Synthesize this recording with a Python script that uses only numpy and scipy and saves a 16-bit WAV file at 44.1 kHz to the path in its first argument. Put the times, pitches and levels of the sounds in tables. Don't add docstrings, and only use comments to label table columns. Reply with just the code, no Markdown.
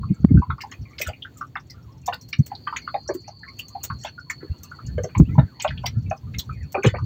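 import sys
import numpy as np
from scipy import signal
from scipy.fft import rfft, irfft, next_fast_len
from scipy.io import wavfile
from scipy.ndimage import uniform_filter1d

SR = 44100
rng = np.random.default_rng(int(sys.argv[2]) if len(sys.argv) > 2 else 0)


def dump(signal):
    limited = np.clip(np.atleast_2d(signal).T, -1, 1)
    pcm = np.round(limited * 32767).astype(np.int16)
    wavfile.write(sys.argv[1], SR, pcm)


N = 310905

# start_s, level_db, pitch_hz (trapped air), froth_db (relative to level)
SLAPS = [(0.029, -41.5, 1178, -38), (0.371, -40, 1445, -38), (0.417, -33.5, 990, -31),
         (0.499, -28.5, 1216, -15), (0.58, -45, 1210, -18), (0.605, -41.5, 2200, -13),
         (0.635, -40, 912, -27), (0.715, -45.5, 1098, 0), (0.982, -38.5, 2230, -2), (0.999, -39, 530, -19),
         (1.013, -29.5, 2350, -17.5), (1.062, -37, 1450, -23.5), (1.082, -41, 614, -9),
         (1.131, -46.5, 2530, -20.5), (1.221, -37.5, 3265, -28), (1.248, -41, 1600, -25.5),
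         (1.41, -33, 1273, -31), (1.554, -32.5, 1216, -3.5), (2.077, -26, 827, -14), (2.123, -39, 674, 3.5),
         (2.327, -30, 2320, -5.5), (2.513, -35, 757, -22.5), (2.549, -40.5, 4200, -26),
         (2.668, -28, 1273, -13.5), (2.725, -33, 1155, -20.5), (2.761, -32.5, 2060, -2),
         (2.874, -30, 1356, -21), (2.941, -27.5, 673, -13), (3.088, -27.5, 454, -7.5),
         (3.147, -35, 318, -21), (3.276, -43, 730, -18), (3.431, -45, 1750, -27), (3.477, -46, 2200, -31),
         (3.59, -34, 2865, -21.5), (3.749, -36, 833, -27), (3.898, -32, 1180, -21), (4.045, -35, 736, -15),
         (4.178, -42, 1440, -41), (4.297, -30, 1562, -6), (4.422, -40, 368, -17.5), (4.714, -42, 1344, -38),
         (4.787, -45.5, 1240, -24), (4.977, -28, 479, -15), (5.037, -32, 492, -18),
         (5.088, -56.5, 1310, -5.5), (5.149, -35, 990, -28), (5.148, -36.5, 2310, -16),
         (5.35, -42, 920, -31), (5.378, -25, 704, -13), (5.591, -47.5, 880, -32), (5.598, -37.5, 2860, 2.5),
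         (5.643, -22.5, 731, -10), (5.676, -33.5, 3240, -5), (5.704, -38, 1640, -22),
         (5.775, -44.5, 3170, -18.5), (5.837, -33.5, 762, -16.5), (5.859, -35, 2510, -2),
         (6.108, -27, 635, -11.5), (6.338, -43, 2300, -4.5), (6.391, -31, 3930, -21),
         (6.492, -39.5, 1310, -33), (6.743, -25.5, 747, -5), (6.773, -31.5, 298, -5),
         (6.841, -18.5, 318, -9.5), (6.938, -32, 610, -5.5), (6.982, -38, 1150, -23.5)]
# start_s, length_s, level_db, pitch_hz
SHEETS = [(1.027, 0.093, -43.5, 2540), (3.97, 0.13, -49, 6490), (4.025, 0.07, -39, 2190),
          (5.588, 0.086, -44, 2480), (6.824, 0.08, -29, 2227)]
# start_s, level_db, pitch_hz, fizz_db (relative to level)
SPRAY = [(0.608, -39.5, 5660, 0), (0.714, -46, 6380, -8), (0.988, -45.5, 7200, 6.5),
         (1.012, -37.5, 5870, 17.5), (1.067, -35.5, 7840, 2), (1.372, -47, 7430, 6),
         (1.699, -47.5, 4850, 3.5), (2.059, -37.5, 6280, 7.5), (2.1317, -38, 4510, -1),
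         (2.211, -49, 6130, 5), (2.2827, -58.5, 5980, 19.5), (2.386, -51, 6000, 1),
         (2.459, -58, 7150, 25.5), (2.763, -40.5, 6700, -5.5), (3.076, -40, 6170, -47),
         (3.138, -55, 7470, 17.5), (3.277, -48.5, 5830, -17), (3.586, -45.5, 7480, 15),
         (3.682, -48.5, 6970, 4), (3.832, -32.5, 7070, 14), (4.033, -44, 6780, 3.5),
         (4.298, -34, 6180, 1.5), (4.63, -47, 6750, 14), (4.864, -47, 6230, -9), (5.029, -39.5, 6670, -6),
         (5.18, -36.5, 7960, -7), (5.6184, -27.5, 7370, -2.5), (5.858, -31.5, 5080, 1),
         (6.1, -48.5, 6120, -19), (6.3832, -32.5, 6050, 9.5), (6.719, -58, 6700, 19),
         (6.831, -38.5, 6430, -2), (6.861, -29, 6610, -14)]
# full_strength_s, hold_s, level_db
GUSTS = [(0, 0.12, -27.5), (.2, 0.086, -26.5), (.31, 0.0063, -8), (.355, 0.045, -11), (.49, 0.042, -25.5),
         (.8, 0.03, -27.5), (1.83, 0.063, -41), (3.91, 0.045, -28), (4.85, 0.19, -25.5),
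         (5.172, 0.0099, -15), (5.204, 0.023, -7.5), (5.28, 0.17, -19), (5.69, 0.36, -30),
         (6.07, 0.047, -25), (6.24, 0.11, -32), (6.36, 0.029, -23), (6.48, 0.18, -30.5), (6.87, 0.2, -32.5),
         (7.03, 0.076, -21.5)]
# start_s, level_db, pitch_hz, cycles
PUFFS = [(0.102, -10.5, 165, 9.4), (0.245, 1.5, 150, 3.32), (0.344, -0.5, 131, 2.9), (1.07, -21, 86, 6.4),
         (2.391, -4, 118, 5.7), (4.5, -14, 70.7, 3.6), (5.2, 3, 165.1, 5.5), (5.381, 0.5, 118.2, 5.7),
         (5.961, -11.5, 111, 8.8), (6.862, -5, 90.6, 4.9)]
# frequency_hz, gain_db
BUFFET_SPECTRUM = [(20, -24), (65, 7.5), (124, 3.5), (247, -17), (304, -43.5), (450, -29.5), (990, -120)]
# time_s, level_db
CHORUS_LEVELS = [(0.0, -61), (1.96, -77), (2.2, -59), (2.71, -51.5), (4.06, -52), (4.55, -57.5),
                 (4.77, -53), (5.32, -67.5), (5.65, -58.5), (6.18, -70), (6.66, -61.5), (7.05, -52)]
# full_strength_s, hold_s, level_db
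CRICKET = [(2.65, 0.34, -57)]
# frequency_hz, gain_db
SEA_SPECTRUM = [(150, -21.5), (250, 1.5), (460, -12.5), (740, -17.5), (1420, -26), (3800, -28), (5200, -37),
                (6800, -31.5), (9250, -50), (14900, -32.5), (16500, -39)]
# frequency_hz, gain_db
MICROPHONE_RESPONSE = [(6500, 12), (8000, 4), (9500, -23.5), (11500, -17.5), (14800, 2), (15600, 1.5),
                       (16000, -51.5)]

GUST_RISE_DB_PER_S, GUST_FALL_DB_PER_S = 1200, 806
CRICKET_RISE_DB_PER_S, CRICKET_FALL_DB_PER_S = 156, 21
BREEZE_DB, SEA_DB, BAND_EDGE_HZ = -46, -56, 16600


def slaps():
    out = np.zeros(N)
    for start_s, level_db, pitch_hz, froth_db in SLAPS:
        ring_s = 0.02 * (1000 / pitch_hz) ** 0.35
        spread_octaves = np.clip(0.454 + froth_db / 70, .05, .6)
        pocket = bubbles(pitch_hz, ring_s, spread_octaves, burst(.006, count=22), 850)
        froth = bubbles(np.sqrt(pitch_hz * 3200), 0.024, 0.5846, burst(0.0083, count=22), 650)
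        add(out, start_s, gain_of(level_db) * pocket)
        add(out, start_s, gain_of(level_db + froth_db + 0.5) * froth)
    return out


def bubbles(pitch_hz, ring_s, spread_octaves, delays_s, fade_db_per_s):
    age = np.arange(round(ring_s * SR)) / SR
    detune, sign, bend, luck = rng.standard_normal((len(delays_s), 4)).T[:, :, None]
    delay_s = delays_s[:, None]
    hz = np.minimum(pitch_hz * 2 ** (spread_octaves * detune), SR / 3)
    swelling = 1 - 0.71 * np.exp(-delay_s / 0.0038)
    strength = swelling * gain_of(5.86 * luck - 2.0 * abs(detune) - fade_db_per_s * delay_s)
    rise = np.minimum(age * hz / 4, 1) ** 1.5
    envelope = strength * rise * gain_of(-60 * age / ring_s)
    rings = np.sign(sign) * envelope * np.sin(2 * np.pi * hz * age * (1 + 2.0 * bend * age))
    positions = (delay_s * SR).astype(int) + np.arange(len(age))
    crowd = np.bincount(positions.ravel(), rings.ravel())
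    return crowd / abs(crowd).max()


def burst(scale_s, count):
    delays_s = rng.gamma(1.3, scale_s, count)
    return delays_s - delays_s.min()


def sheets():
    out = np.zeros(N)
    for start_s, length_s, level_db, pitch_hz in SHEETS:
        delays_s = length_s * rng.beta(2, 2.5, size=70)
        sheet = bubbles(pitch_hz, 0.022, 1900 / (pitch_hz + 1200), delays_s, 0)
        add(out, start_s, gain_of(level_db) * sheet)
    return out


def laps():
    out = np.zeros(N)
    for when, pitch, size in rng.random((130, 3)):
        lap = bubbles(900 * 3.0 ** pitch, 0.14, 0.1, burst(0.0087, count=3), 260)
        add(out, when * N / SR, gain_of(-70 + 12 * size ** 2) * lap)
    return out


def spray():
    out, t = np.zeros(N), np.arange(SR // 8) / SR
    faint = [(when * N / SR, -68 + 11 * size ** 2, 5400 * 1.4 ** pitch, -6.0)
             for when, size, pitch in rng.random((60, 3))]
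    hiss = unit_rms(filtered(rng.standard_normal(N + len(t)), 4, 9500, "high"))
    crackle = gain_of(5.64 * unit_rms(uniform_filter1d(rng.standard_normal(len(hiss)), 60)))
    fizz = hiss * crackle
    rise = 1 - np.exp(-(t / 0.006) ** 2)
    for start_s, level_db, pitch_hz, fizz_db in SPRAY + faint:
        droplets = bubbles(pitch_hz, 0.017, 0.2, burst(0.0077, count=16), 790)
        add(out, start_s, gain_of(level_db) * droplets)
        envelope = rise * gain_of(level_db + fizz_db - 60 * (t / 0.051) ** 1.31)
        add(out, start_s, envelope * fizz[round(start_s * SR):][:len(t)])
    return out


def hull_tail(water, ring_s=0.085):
    t = np.arange(round(.25 * SR)) / SR
    tail = rng.standard_normal(len(t)) * gain_of(-60 * t / ring_s) * (t > .004)
    tail = filtered(tail, 1, 3500, "low")
    return signal.fftconvolve(water, tail / np.linalg.norm(tail))[:N]


def wind():
    pressure = swells(GUSTS, GUST_RISE_DB_PER_S, GUST_FALL_DB_PER_S)
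    lumps = unit_rms(coloured(rng.standard_normal(N), BUFFET_SPECTRUM) * gain_of(1.6 * wander(12.0)))
    breeze = unit_rms(filtered(lumps, 1, 150, "high"))
    flutter = unit_rms(filtered(rng.standard_normal(N), 4, [170, 300], "band"))
    eddies = gain_of(2.5) * pressure ** 2 * flutter
    return pressure * lumps + gain_of(BREEZE_DB) * breeze + eddies


def puffs():
    out = np.zeros(N)
    for start_s, level_db, pitch_hz, cycles in PUFFS:
        t = np.arange(round(cycles / pitch_hz * SR)) / SR
        shake = unit_rms(uniform_filter1d(uniform_filter1d(rng.standard_normal(len(t)), 150), 150))
        swing = np.sin(2 * np.pi * np.cumsum(pitch_hz * (1 + 0.29 * shake)) / SR)
        envelope = np.sin(np.pi * (t / t[-1]) ** 0.42) ** 3.1
        add(out, start_s - .002, gain_of(level_db) * envelope * swing)
    return out


def insect_chorus():
    noise = rng.standard_normal(N)
    groups = [filtered(noise, 2, [hz - 28, hz + 28], "band") for hz in np.linspace(4240, 4560, num=5)]
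    chorus = unit_rms(sum(group * gain_of(3.6 * wander(2.4)) for group in groups))
    flicker = gain_of(2.0 * wander(13.0))
    time_s, level_db = np.transpose(CHORUS_LEVELS)
    level = gain_of(np.interp(np.arange(N) / SR, time_s, level_db, left=-200, right=-200))
    return level * flicker * chorus


def cricket(pitch_hz=4756, pulse_hz=93):
    t = np.arange(N) / SR
    song = np.sin(2 * np.pi * pitch_hz * t) * (1 + 0.14 * np.sin(2 * np.pi * pulse_hz * t))
    flicker = gain_of(1.2 * wander(21))
    return swells(CRICKET, CRICKET_RISE_DB_PER_S, CRICKET_FALL_DB_PER_S) * flicker * song


def sea():
    wash = unit_rms(coloured(rng.standard_normal(N), SEA_SPECTRUM))
    treble = filtered(wash, 2, 5000, "high")
    level = gain_of(SEA_DB + 2.0 * wander(1.9))
    flicker = gain_of(0.87 * wander(9)) - 1
    return level * (wash + flicker * treble)


def swells(rows, rise_db_per_s, fall_db_per_s):
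    t = np.arange(N) / SR
    return sum(gain_of(level_db - rise_db_per_s * np.maximum(full_s - t, 0)
                       - fall_db_per_s * np.maximum(t - full_s - hold_s, 0))
               for full_s, hold_s, level_db in rows)


def wander(rate_hz):
    return unit_rms(filtered(rng.standard_normal(N), 2, rate_hz, "low"))


def coloured(x, spectrum):
    points_hz, gain_db = np.transpose(spectrum)
    size = next_fast_len(len(x))
    hz = np.fft.rfftfreq(size, 1 / SR)
    response = gain_of(np.interp(np.log(hz + 1), np.log(points_hz + 1), gain_db))
    return irfft(rfft(x, size) * response, size)[:len(x)]


def filtered(x, order, edge_hz, kind):
    return signal.sosfilt(signal.butter(order, edge_hz, kind, fs=SR, output="sos"), x)


def gain_of(db):
    return 10 ** (np.asarray(db) / 20)


def unit_rms(x):
    return x / np.sqrt(np.mean(x ** 2) + 1e-20)


def add(mix, start_s, sound):
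    part = mix[round(start_s * SR):][:len(sound)]
    part += sound[:len(part)]


def scene():
    water = coloured(slaps() + sheets() + laps() + spray(), MICROPHONE_RESPONSE)
    canoe = water + gain_of(-9.5) * hull_tail(water)
    background = insect_chorus() + cricket() + sea()
    return (canoe + background + wind() + puffs())[None]


def record(dry):
    cut = filtered(dry, 2, 72, "high")
    memory = np.exp(-1 / (.25 * SR))
    power_db = 10 * np.log10(signal.lfilter([1 - memory], [1, -memory], cut ** 2) + 1e-12)
    duck_db = 0.091 * np.maximum(power_db + 21.5, 0)
    clipped = np.clip(cut / gain_of(duck_db), -1, 1)
    band_limit = signal.firwin(511, BAND_EDGE_HZ, window=("kaiser", 9), fs=SR)
    return signal.oaconvolve(clipped, band_limit[None], "same")


dry = scene()
out = record(dry)
dump(out)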